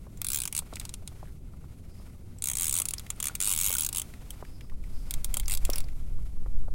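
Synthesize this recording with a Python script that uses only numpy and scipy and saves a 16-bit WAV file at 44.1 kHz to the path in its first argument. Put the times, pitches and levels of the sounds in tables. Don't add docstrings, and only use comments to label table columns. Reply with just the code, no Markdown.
import sys
import numpy as np
from scipy import signal
from scipy.fft import rfft, irfft, next_fast_len
from scipy.io import wavfile
from scipy.ndimage import uniform_filter1d, map_coordinates

SR = 44100
rng = np.random.default_rng(int(sys.argv[2]) if len(sys.argv) > 2 else 0)


def wav_out(sig):
    wavfile.write(sys.argv[1], SR, np.round(np.clip(np.atleast_2d(sig).T, -1, 1) * 32767).astype(np.int16))


N = 297234

# centre_hz, width_hz, relative_level_db
SPOOL_MODES = [(6260, 510, -7.5), (7350, 395, -3), (7850, 143, 2.5), (8450, 590, 2.5), (10275, 650, 3.5),
               (11570, 1170, -3), (13500, 830, -0.5), (15560, 820, -0.5)]
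# centre_hz, width_hz, relative_level_db
FRAME_MODES = [(1090, 400, 1), (1590, 260, -2.5), (2227, 540, 2.5), (2796, 330, 2.5), (3257, 420, 7.5),
               (3900, 1930, 4.5), (5700, 450, 3)]


def amp(db):
    return 10 ** (np.asarray(db) / 20)


def unit(x):
    return x / np.sqrt(np.mean(x ** 2, axis=-1, keepdims=True) + 1e-20)


def along(points, hz):
    point_hz, value = np.transpose(points)
    return np.interp(np.log(hz + 1), np.log(point_hz + 1), value)


def curves(rows):
    s, *columns = np.transpose(rows)
    return [np.interp(np.arange(N) / SR, s, column) for column in columns]


def wobble(rate):
    points = rng.standard_normal(int(N * rate / SR) + 4)
    return map_coordinates(points, [np.arange(N) * rate / SR])


def filtered(x, response):
    n = x.shape[-1]
    size = next_fast_len(n + 8192)
    hz = np.fft.rfftfreq(size, 1 / SR)
    return irfft(rfft(x, size) * response(hz), size)[..., :n]


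def noise(spectrum):
    return unit(filtered(rng.standard_normal(N), lambda hz: amp(along(spectrum, hz))))


def resonance(f, hz, width_hz):
    return 1j * f * width_hz / (hz * hz - f * f + 1j * f * width_hz)


def body(f, modes):
    rows = []
    for k, (hz, width_hz, db) in enumerate(modes):
        rows.append((-1) ** k * amp(db) * resonance(f, hz, width_hz))
    return np.array(rows)


def placed(seconds, bursts):
    start = np.round(np.asarray(seconds) * SR).astype(int)
    at = start[:, None] + np.arange(bursts.shape[1])
    return np.bincount(at.ravel(), bursts.ravel(), N + SR)[:N]


def puffs(count, rise, t60, size=2048):
    t = np.arange(size) / SR
    shape = (1 - np.exp(-t / rise)) * amp(-60 * t / t60)
    return shape * rng.standard_normal((count, size))


def drifting(rows, memory):
    return signal.lfilter([np.sqrt(1 - memory ** 2)], [1, -memory], rows, axis=0)


def rumble():
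    # pitch_hz, relative_level_db
    low_spectrum = [(8.2, -7), (14, 0.5), (85, -6), (186, -14.5), (216, -17), (393, -26.5), (1200, -49.5),
                    (1560, -89), (2640, -120)]
    # pitch_hz, relative_level_db
    wind_spectrum = [(2, -8), (8, 0), (25, -14), (60, -26), (170, -45), (500, -120)]
    # time_s, level_db
    gusts = [(4.3, -50), (4.75, -35), (5.1, -27), (5.3, -26), (5.65, -20), (5.9, -26), (6.15, -24),
             (6.4, -26), (6.57, -21), (6.74, -22)]
    gust_db, = curves(gusts)
    return amp(-43) * noise(low_spectrum) + amp(gust_db) * noise(wind_spectrum)


def rustle():
    # time_s, level_db
    movement = [(0, -66.5), (.64, -61.5), (.81, -58), (1.04, -68.5), (1.21, -63.5), (1.46, -70.5),
                (1.74, -68), (2.02, -65), (2.31, -67), (3.02, -60), (4.09, -59.5), (4.54, -64),
                (4.76, -69.5), (4.96, -60.5), (5.62, -59), (5.77, -52), (5.86, -63), (6.41, -67.5)]
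    # pitch_hz, relative_level_db
    hiss_spectrum = [(950, -20), (3600, -4.5), (5900, -4.5), (8100, -2.5), (11600, -2.5), (15500, -9.5)]
    # centre_hz, width_hz, relative_level_db
    scuff_modes = [(620, 500, -1), (1420, 270, -1), (2140, 790, -5.5)]
    hiss_db, = curves(movement)
    mean_db = hiss_db.mean()
    scuff_db = mean_db - 0.5 + 1.12 * (hiss_db - mean_db)

    grain = wobble(70)
    hiss = unit(amp(1.2 * grain + .8 * wobble(12)) * noise(hiss_spectrum))
    rub = amp(2.5 * grain + 1.5 * wobble(18)) * rng.standard_normal(N)
    scuff = unit(filtered(rub, lambda f: body(f, scuff_modes).sum(axis=0)))
    return amp(hiss_db) * hiss + amp(scuff_db) * scuff


def knocks():
    # start_s, peak_db, brightest_hz
    hull_blows = [(.066, -42, 800), (0.62, -40.5, 655), (0.726, -34.5, 393), (1.022, -44, 500),
                  (1.228, -34, 900), (2.801, -40, 570), (3.475, -34.5, 606), (3.7, -32, 655),
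                  (4.424, -29.5, 646), (5.368, -30, 1020), (5.691, -22.5, 400), (6.188, -43.5, 636),
                  (6.46, -39.5, 573), (6.68, -38.5, 600)]
    # centre_hz, width_hz, relative_level_db
    hull_modes = [(345, 260, -0.5), (597, 190, 0.5), (1070, 580, -2.5), (1300, 810, -13.5)]
    draw = rng.random((int(6 * N / SR), 3))
    taps = np.transpose([draw[:, 0] * N / SR, -56 + 7 * draw[:, 1], 400 + 800 * draw[:, 2]])
    s, peak_db, brightest_hz = np.vstack([hull_blows, taps]).T

    blows = amp(-17) * puffs(count=len(s), rise=0.00011, t60=0.036)
    blows[:, 44] += 1
    octaves_away = np.log2(np.transpose(hull_modes)[0] / brightest_hz[:, None])
    scatter_db = 2 * rng.standard_normal((len(s), len(hull_modes)))
    strength = amp(-3 * octaves_away ** 2 + scatter_db)
    soft = lambda f: 1 / (1 - (f / 1450) ** 2 + 1.1j * f / 1450) ** 2
    rung = filtered(blows, lambda f: strength @ body(f, hull_modes) * soft(f))
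    return placed(s, amp(peak_db)[:, None] * rung / np.abs(rung).max(axis=1, keepdims=True))


def ticks():
    # start_s, peak_db, centre_hz
    contacts = [(0.1725, -41.5, 7420), (0.768, -30.5, 2120), (0.8122, -35, 1970), (2.385, -38, 7800),
                (2.981, -27.5, 5200), (3.0645, -35.5, 2120), (3.16, -45, 9400), (4.137, -38, 2010),
                (4.449, -44, 1850), (4.6082, -39, 2190), (4.697, -44, 1960), (4.8384, -44.5, 2070),
                (5.432, -41, 2120), (5.457, -33, 5300), (5.7323, -20.5, 5430), (5.841, -42, 5000),
                (5.8848, -40, 2100)]
    s, peak_db, hz = np.transpose(contacts)
    centre_hz = hz[:, None]
    broad = lambda f: amp(-21) * resonance(f, centre_hz, 5 * centre_hz)
    colour = lambda f: resonance(f, centre_hz, 480) + broad(f)
    bursts = filtered(puffs(count=len(s), rise=.0008, t60=.02), colour)
    return placed(s, amp(peak_db)[:, None] * bursts / np.abs(bursts).max(axis=1, keepdims=True))


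def teeth():
    # start_s, relative_level_db
    single_snaps = [(0.2166, -17), (0.736, -37), (0.7565, -27), (.798, -23.5), (0.852, -28), (.8926, -29),
                    (0.9394, -25.5), (1.0756, -27.5), (2.8546, -16.5), (2.886, -16), (2.9082, -20.5),
                    (2.9365, -17), (2.9955, -29), (3.1029, -16.5), (3.3525, -18), (4.3053, -27),
                    (5.1085, -18.5), (5.139, -21), (5.2449, -16.5), (5.3415, -16), (5.3696, -15),
                    (5.398, -21), (5.6507, -19), (5.7, -19.5), (5.758, -20.5), (5.7821, -21), (5.8042, -30)]
    # time_s, teeth_per_s
    spurts = [
        [(0.246, 43.7), (0.346, 77.0), (0.451, 52.6), (0.4758, 40.6)],
        [(0.5262, 26.8), (0.566, 78.4), (0.5896, 83.2)],
        [(2.4222, 51.8), (2.492, 76.1), (2.532, 45.7), (2.622, 92.9), (2.717, 60.6), (2.777, 95.7),
         (2.8185, 43.4)],
        [(3.2014, 14.5), (3.231, 71.6), (3.2838, 69.8)],
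        [(3.4027, 90.0), (3.478, 107.5), (3.563, 71.9), (3.653, 104.2), (3.743, 82.4), (3.768, 49.0),
         (3.788, 86.0), (3.848, 69.0), (3.8893, 26.3)],
        [(3.9283, 33.7), (3.963, 98.2), (4.0172, 38.3)],
        [(5.481, 46.4), (5.526, 120.2), (5.5732, 17.5)],
    ]
    spurt_db = [-17.5, -17, -16.5, -17.5, -16, -17.5, -19.5]
    rows = [np.array(single_snaps)]
    for spurt, db in zip(spurts, spurt_db):
        s, speed = np.transpose(spurt)
        t = np.arange(s[0], s[-1], 1 / SR)
        passed = np.cumsum(np.interp(t, s, speed)) / SR
        at = np.interp(np.arange(round(passed[-1]) + 1), passed, t)
        doublings = np.log2(np.interp(at, s, speed) / speed.mean())
        scatter_db = 1.8 * rng.standard_normal(len(at))
        rows.append(np.transpose([at, db + 2 * doublings + scatter_db]))
    rows = np.vstack(rows)
    return rows[np.argsort(rows[:, 0])].T


def arrivals(count, jitter, scatter_db, size=2048):
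    # delay_s, relative_level_db
    paths = [(0, -0.5), (.00045, 3), (.00105, 0), (.0032, -23)]
    delay, db = np.transpose(paths)
    delay = np.abs(delay + jitter * rng.standard_normal((count, len(paths))))
    gain = amp(db + scatter_db * rng.standard_normal(delay.shape))
    hz = np.fft.rfftfreq(size, 1 / SR)
    delayed = np.exp(-2j * np.pi * hz * delay[..., None])
    return irfft(np.sum(gain[..., None] * delayed, axis=1), size)


def ringing(blows, modes, colour_db):
    rung = filtered(blows, lambda f: amp(colour_db) @ body(f, modes))
    return rung / np.sqrt(np.mean(rung[:, :132] ** 2, axis=1, keepdims=True))


def drag(s, spool_db):
    # time_s, spool_tilt_db_per_octave, frame_change_db
    snap_tone = [(.3, -2.5, 3), (.9, -13.5, 3), (2.45, -7, 1), (2.7, -7.5, 1), (3.2, -8, 3.5),
                 (3.7, -3.5, 2.5), (5.4, -5.5, 4.5)]
    tilt, frame_change_db = (curve[(s * SR).astype(int)] for curve in curves(snap_tone))
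    frame_db = -31.5 + 0.47 * spool_db + frame_change_db

    chatter = amp(-6) * puffs(count=len(s), rise=0.0019, t60=0.015)
    rattle = amp(-27) * puffs(count=len(s), rise=0.00083, t60=0.058)
    landing = arrivals(count=len(s), jitter=.00003, scatter_db=1.5)
    blows = landing + drifting(chatter + rattle, memory=.9)

    scatter = lambda modes: 2.7 * drifting(rng.standard_normal((len(s), len(modes))), memory=.3)
    octaves = np.log2(np.transpose(SPOOL_MODES)[0] / 9000)
    spool_colour_db = scatter(SPOOL_MODES) + tilt[:, None] * octaves
    spool = amp(spool_db - 9)[:, None] * ringing(blows, SPOOL_MODES, spool_colour_db)
    frame = amp(frame_db)[:, None] * ringing(blows + 1.32 * rattle, FRAME_MODES, scatter(FRAME_MODES))
    return placed(s, spool + frame)


def washers(s, spool_db):
    passing = placed(s, amp(spool_db)[:, None])
    speed = np.abs(uniform_filter1d(uniform_filter1d(passing, 900), 900))
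    spool = lambda f: body(f, SPOOL_MODES).sum(axis=0)
    frame = lambda f: amp(-4.5) * body(f, FRAME_MODES).sum(axis=0)
    hiss = unit(filtered(rng.standard_normal(N), lambda f: spool(f) + frame(f)))
    return amp(-36.5) * (speed / speed.max()) ** 3.3 * hiss


def creak():
    s = 1.13 + np.cumsum(rng.uniform(.006, .012, size=22))
    swell = np.hanning(len(s) + 2)[1:-1, None] ** .5
    slips = puffs(count=len(s), rise=.0006, t60=.016)
    slips = filtered(slips, lambda f: resonance(f, 1550, 1300) ** 2)
    level = amp(-69.5 + 4.3 * rng.standard_normal((len(s), 1)))
    return placed(s, swell * level * unit(slips[:, :512]))


def swish():
    # middle_s, half_length_s, level_db
    swells = [(1.978, .1, -73), (4.523, 0.19, -69.5), (5.032, 0.11, -65)]
    t = np.arange(N) / SR
    swell = sum(amp(db) * np.exp(-((t - s) / half) ** 2) for s, half, db in swells)
    air = filtered(rng.standard_normal(N), lambda f: resonance(f, 5000, 720) ** 2)
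    return swell * amp(2.7 * wobble(25)) * unit(air)


def drips():
    # start_s, level_db before the fade, starting_pitch_hz
    bubbles = [(3.2968, -34, 1390), (3.755, -28.5, 1410)]
    s, db, hz = np.transpose(bubbles)
    t = np.arange(2048) / SR
    tone = np.sin(2 * np.pi * hz[:, None] * t * (1 + 3.6 * t))
    fade = amp(-60 * t / 0.027) * (1 - np.exp(-t / 0.00029))
    return placed(s, amp(db)[:, None] * tone * fade)


def scene():
    # pitch_hz, side_minus_mid_db
    side_spectrum = [(40, -45), (400, -29), (15000, -27)]
    snaps = teeth()
    mid = rumble() + rustle() + knocks() + ticks() + drag(*snaps) + washers(*snaps)
    mid = mid + creak() + swish() + drips()

    scatter = puffs(count=1, rise=.0001, t60=0.0014, size=256)[0]
    scrambled = np.convolve(mid, scatter / np.linalg.norm(scatter))[:N]
    side = filtered(scrambled, lambda hz: amp(along(side_spectrum, hz)))
    side = side * amp(5 * wobble(12) - 4)
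    return np.array([mid + side, mid - side])


def record(dry):
    return filtered(dry, lambda hz: np.where(hz < 15800, 1, amp(-20.5)) * (hz < 17000))


dry = scene()
out = record(dry)
wav_out(out)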